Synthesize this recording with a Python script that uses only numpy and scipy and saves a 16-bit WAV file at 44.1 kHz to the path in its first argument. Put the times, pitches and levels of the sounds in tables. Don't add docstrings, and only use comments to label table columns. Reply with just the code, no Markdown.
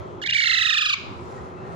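import sys
import numpy as np
from scipy import signal
from scipy.fft import rfft, irfft
from scipy.io import wavfile
from scipy.ndimage import uniform_filter1d, map_coordinates

SR = 44100
rng = np.random.default_rng(int(sys.argv[2]) if len(sys.argv) > 2 else 0)


def ratio(d):
    e = np.asarray(d, float) / 20
    return 10 ** e


def waveform_to_disk(signal):
    frames = np.transpose(np.atleast_2d(signal))
    scaled = np.clip(frames, -1, 1) * 32767
    samples = np.round(scaled).astype(np.int16)
    wavfile.write(sys.argv[1], SR, samples)


N = 77175

# frequency_hz, density_db_per_hz
RUMBLE_SPECTRUM = [(40, -20.5), (84, 0.64), (290, -7), (1230, -10.5), (1450, -19.5), (2900, -31.5),
                   (7000, -46.5), (15500, -66)]
# frequency_hz, correlation (-1 to 1)
PORT_CORRELATION = [(60, -0.6), (130, 0.7), (290, 0.88), (640, -0.22), (1400, -0.41), (3000, 0.69),
                    (15000, -0.34)]
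# frequency_hz, difference_db
PORT_LEAN = [(60, 6.5), (110, -10), (200, -2.3), (400, 3.5), (1300, 0.9), (4400, 5), (15000, 10)]
# frequency_hz, gain_db
DUCK_DEPTH = [(40, -2.5), (90, -8), (200, -16.5), (400, -20.5), (900, -15.5), (3000, -42.5), (15000, -1)]
# centre_s, length_s, level_db
RUSTLES = [
    (.1, .3, -72),
    (1.3, 0.61, -61.5),
    (1.72, 0.21, -65.5),
]
DIPS_S = [.195, .231, .269, .305, .341, .377, .413, .449, .486, .523, .561, .600, .638, .676, .714, .753,
          .793, .831, .870, .911, .945, .985]
# time_s, low_pitch_hz, high_pitch_hz, level_db, crest_level_db, crest_overtones_db,
# dip_narrowness (exponent), brightness_db (per harmonic), left_minus_right_db
VOICE = [
    (.215, 1340, 1740, -32, -2, -5, 1.0, -1, 0),
    (.262, 1580, 2350, -27, -9, -24, 2.4, 1, 0),
    (.33, 1520, 2600, -24, -16, -16, 2.8, 1, 0),
    (.352, 1480, 2330, -24, 1, -14, 2.2, 0, 0),
    (.47, 1325, 2150, -23, 0.1, -1.5, 1.1, 0.1, 0.1),
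    (.60, 1280, 1990, -23, 0.1, 0.1, 1.1, 0.1, 0.1),
    (.76, 1225, 1820, -24, 0.1, 0.1, 1.15, 1.1, 0.1),
    (.89, 1200, 1670, -28, 0, 0, 1.25, 4, 3),
    (.95, 1080, 1500, -29, 0.1, 0.1, 1.2, 4.1, 3.5),
]
HARMONICS_DB = [-1, 1.9, -8.5, -16.5, -43, -22]
# frequency_hz, gain_db
FUNDAMENTAL_RESPONSE = [
    [(1100, 0.5), (1400, -4.5), (1700, -3.5), (2050, -3.2), (2350, 8)],
    [(1100, 5), (1400, -10), (1700, 6), (2000, 11), (2300, 12)],
]
# frequency_hz, gain_db
OVERTONE_RESPONSE = [
    [(2300, 0.5), (2700, -3), (3400, -1.5), (4000, -3.5), (4500, -2), (5500, -6), (6500, -1.5), (8000, -34)],
    [(2300, 3.8), (2700, 5), (3200, -4.5), (3800, 8), (4400, 0), (5500, -1), (6500, -10), (8000, -19)],
]
# frequency_hz, density_db_per_hz
AIR_SPECTRUM = [(1000, -85), (1500, -24.5), (4000, -8.5), (7300, -17), (8200, -24), (11000, -34.5),
                (15000, -35)]
# centre_s, length_s, pitch_hz, level_db, overtone_db
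SQUEAKS = [
    (.294, .015, 2830, -16.5, -24),
    (.328, .017, 2830, -14.5, -20),
]
# centre_s, length_s, pitch_hz, level_db
CHIRPS = [
    (1.383, 0.035, 1894, -52),
    (1.575, 0.03, 1950, -60),
    (1.611, 0.094, 2660, -58),
    (1.67, 0.11, 1826, -54.5),
]

RUMBLE_DB, SWELL_DB, FLICKER_DB = -36.5, 1.0, 1.5
GUST_DB, GUST_TOP_HZ = 1.5, 190
HUM_HZ, HUM_WIDTH_HZ, HUM_DB = 372.8, 45, -43.5
DUCK_START_S, DUCK_IN_S, DUCK_END_S, DUCK_OUT_S = 0.18, 0.18, 0.903, 0.15
BASS_LATE_S, BASS_IN_S = 0.14, 0.079
RUSTLE_HZ, RUSTLE_WIDTH_HZ, RUSTLE_DB = 6640, 3100, 2.5
START_S, END_S, ATTACK_S, RELEASE_S = .215, .945, .002, .002
JITTER, SHIMMER_DB = .004, 1.0
SQUARE, SKEW, SKEW_PER_S = 1.1, .05, .6
FALL_DB_PER_S = 8
AIR_DB, AIR_LEFT_DB, AIR_APART = -11, -3.5, 1
AIR_PULSE, AIR_STEADY_S = .5, .33
SQUEAK_SAG_HZ_PER_S = 14000
LAG_S, TURNED_LAG_S, TURN_S, TURN_LENGTH_S = 0.00027, 0.00023, 0.698, 0.21
BED_ECHO_S, BED_ECHO_DB = (0.001016, 0.001687), -16.5
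ROOM_DB, ROOM_DELAY_S, ROOM_T60_S, ROOM_TOP_HZ = (-13.5, -15.5), 0.0098, 0.63, 6500
PATCH_FROM_HZ, PATCH_WIDTH_HZ, PATCH_S, PATCH_EDGE, PATCH_DB = 7800, 450, .09, .1, -25
TOP_HZ = 15700


def level(x, db):
    return x * ratio(db) / np.sqrt(np.mean(x ** 2))


def read(table, hz):
    table = np.array(table, float)
    return np.interp(np.log(np.maximum(hz, 1)), np.log(table[:, 0]), table[:, 1])


def ramp(start_s, length_s):
    progress = np.clip((np.arange(N) / SR - start_s) / length_s, 0, 1)
    return np.sin(np.pi / 2 * progress) ** 2


def arc(centre_s, length_s):
    return np.cos(np.pi * np.clip((np.arange(N) / SR - centre_s) / length_s, -.5, .5))


def walk(rate):
    k = int(SR / rate)
    return level(uniform_filter1d(uniform_filter1d(rng.standard_normal(N), k), k), 0)


def band(hz, width_hz):
    bell = np.exp(-.5 * ((np.fft.rfftfreq(N, 1 / SR) - hz) / width_hz) ** 2)
    return level(irfft(rfft(rng.standard_normal(N)) * bell, N), 0)


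def rumble():
    duck = ramp(DUCK_START_S, DUCK_IN_S) * (1 - ramp(DUCK_END_S, DUCK_OUT_S))
    bass_onset = ramp(DUCK_START_S + BASS_LATE_S, BASS_IN_S)
    swell, gust = walk(9), walk(23)
    steady, ducked = 0, 0
    for hz in 25 * 2 ** (np.arange(29) / 3):
        bass = hz < GUST_TOP_HZ
        correlation = np.clip(read(PORT_CORRELATION, hz), -.99, .99)
        mid = np.sqrt(1 + correlation) * band(hz, hz / 9)
        side = np.sqrt(1 - correlation) * band(hz, hz / 9)
        lean = ratio(read(PORT_LEAN, hz) / 2)
        pair = np.array([(mid + side) * lean, (mid - side) / lean])
        pair = pair * np.sqrt(hz)
        motion_db = SWELL_DB * swell + FLICKER_DB * walk(4) + GUST_DB * gust * bass
        pair = pair * ratio(read(RUMBLE_SPECTRUM, hz) + motion_db)
        depth = duck * bass_onset if bass else duck
        gain = ratio(read(DUCK_DEPTH, hz) * depth)
        steady = steady + pair
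        ducked = ducked + pair * gain
    hum = band(HUM_HZ, HUM_WIDTH_HZ / 2) * ratio(HUM_DB + read(DUCK_DEPTH, HUM_HZ) * duck)
    return ducked * ratio(RUMBLE_DB) / np.sqrt(np.mean(steady ** 2)) + hum


def cloth_rustles():
    swell = sum(ratio(db) * arc(s, length) ** 2 for s, length, db in RUSTLES)
    ports = [swell * band(RUSTLE_HZ, RUSTLE_WIDTH_HZ) * ratio(RUSTLE_DB * walk(37)) for _ in range(2)]
    return np.array(ports)


def squeaks():
    t, out = np.arange(N) / SR, np.zeros(N)
    for s, length, hz, db, overtone_db in SQUEAKS:
        cycle = 2 * np.pi * (hz - SQUEAK_SAG_HZ_PER_S * (t - s) / 2) * (t - s)
        tone = np.sin(cycle) + ratio(overtone_db) * np.sin(2 * cycle)
        out = out + ratio(db) * arc(s, length) ** 2 * tone
    return out


def parrot():
    t, rows = np.arange(N) / SR, np.array(VOICE, float)
    courses = [np.interp(t, rows[:, 0], column) for column in rows[:, 1:].T]
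    low, high, db, crest_db, thin_db, narrow, bright_db, pan_db = courses

    turn = 2 * np.pi * np.interp(t, DIPS_S, np.arange(len(DIPS_S)))
    late = np.clip(t - AIR_STEADY_S, 0, 1)
    skewed = turn + (SKEW + SKEW_PER_S * late) * (1 - np.cos(turn))
    swing = .5 - .5 * np.tanh(SQUARE * np.cos(skewed)) / np.tanh(SQUARE)
    swing = 1 - np.clip(1 - swing, 0, 1) ** narrow
    hz = (low + (high - low) * swing) * (1 + JITTER * walk(450))
    phase = 2 * np.pi * np.cumsum(hz) / SR

    gate = ramp(START_S, ATTACK_S) * (1 - ramp(END_S - RELEASE_S, 2 * RELEASE_S))
    on = gate * ratio(db + crest_db * swing ** 4 - FALL_DB_PER_S * late * np.sin(turn))
    thin = ratio(thin_db * swing ** 3)
    air_pulse = thin ** (AIR_PULSE * (1 - ramp(AIR_STEADY_S, 0.017)))
    shimmer = [ratio(SHIMMER_DB * walk(160)) for _ in HARMONICS_DB]
    shared_air = rng.standard_normal(N)
    air_colour = ratio(read(AIR_SPECTRUM, np.fft.rfftfreq(N, 1 / SR)))
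    breaks = squeaks()

    out = []
    for port, air_db in enumerate((AIR_DB + AIR_LEFT_DB, AIR_DB)):
        tone = 0
        for k, source_db in enumerate(HARMONICS_DB):
            response = OVERTONE_RESPONSE[port] if k else FUNDAMENTAL_RESPONSE[port]
            gain = ratio(source_db + k * bright_db + read(response, (k + 1) * hz)) * shimmer[k]
            if k:
                gain = gain * thin
            tone = tone + gain * np.sin((k + 1) * phase + k)
        air = shared_air + AIR_APART * rng.standard_normal(N)
        rush = level(irfft(rfft(air) * air_colour, N), air_db)
        voice = on * (tone + air_pulse * rush) + breaks
        out.append(voice * ratio((.5 - port) * pan_db))
    return np.array(out)


def head_turn(left):
    lag_s = LAG_S + (TURNED_LAG_S - LAG_S) * ramp(TURN_S, TURN_LENGTH_S)
    return map_coordinates(left, [np.arange(N) - lag_s * SR], mode="nearest")


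def room(x, echo_s, db):
    t = np.arange(SR) / SR
    tail = rng.standard_normal(SR) * ratio(-60 * t / ROOM_T60_S) * (t > ROOM_DELAY_S)
    tail = signal.sosfilt(signal.butter(2, ROOM_TOP_HZ, fs=SR, output="sos"), tail)
    tail = tail * ratio(db) / np.sqrt(np.sum(tail ** 2))
    bed_echo = ratio(BED_ECHO_DB) * np.roll(x, int(echo_s * SR))
    return bed_echo + signal.fftconvolve(x, tail)[:N]


def far_chirps():
    return sum(ratio(db) * arc(s, length) * band(hz, 36.6) for s, length, hz, db in CHIRPS)


def patchy(x):
    f, t, z = signal.stft(x, SR, nperseg=1024)
    lot = rng.standard_normal((int(f[-1] / PATCH_WIDTH_HZ) + 1, len(t)))
    lot = level(uniform_filter1d(lot, int(PATCH_S / t[1]), axis=1), 0)
    lot = lot[(f / PATCH_WIDTH_HZ).astype(int)]
    dropped = (lot < PATCH_EDGE) & (f[:, None] > PATCH_FROM_HZ)
    keep = np.where(dropped, ratio(PATCH_DB), 1)
    return signal.istft(z * keep, SR, nperseg=1024)[1][:, :N]


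def scene():
    left, right = parrot()
    near = np.array([head_turn(left), right])
    reflected = np.array([room(x, s, db) for x, s, db in zip(near, BED_ECHO_S, ROOM_DB)])
    return near + reflected + rumble() + cloth_rustles() + far_chirps()


def band_limit(x):
    return signal.sosfilt(signal.butter(12, 15690, fs=SR, output="sos"), x)


def record(dry):
    low_pass = signal.ellip(8, .2, 70, TOP_HZ, fs=SR, output="sos")
    mix = signal.sosfilt(low_pass, patchy(dry))
    return band_limit(mix)


dry = scene()
out = record(dry)
waveform_to_disk(out)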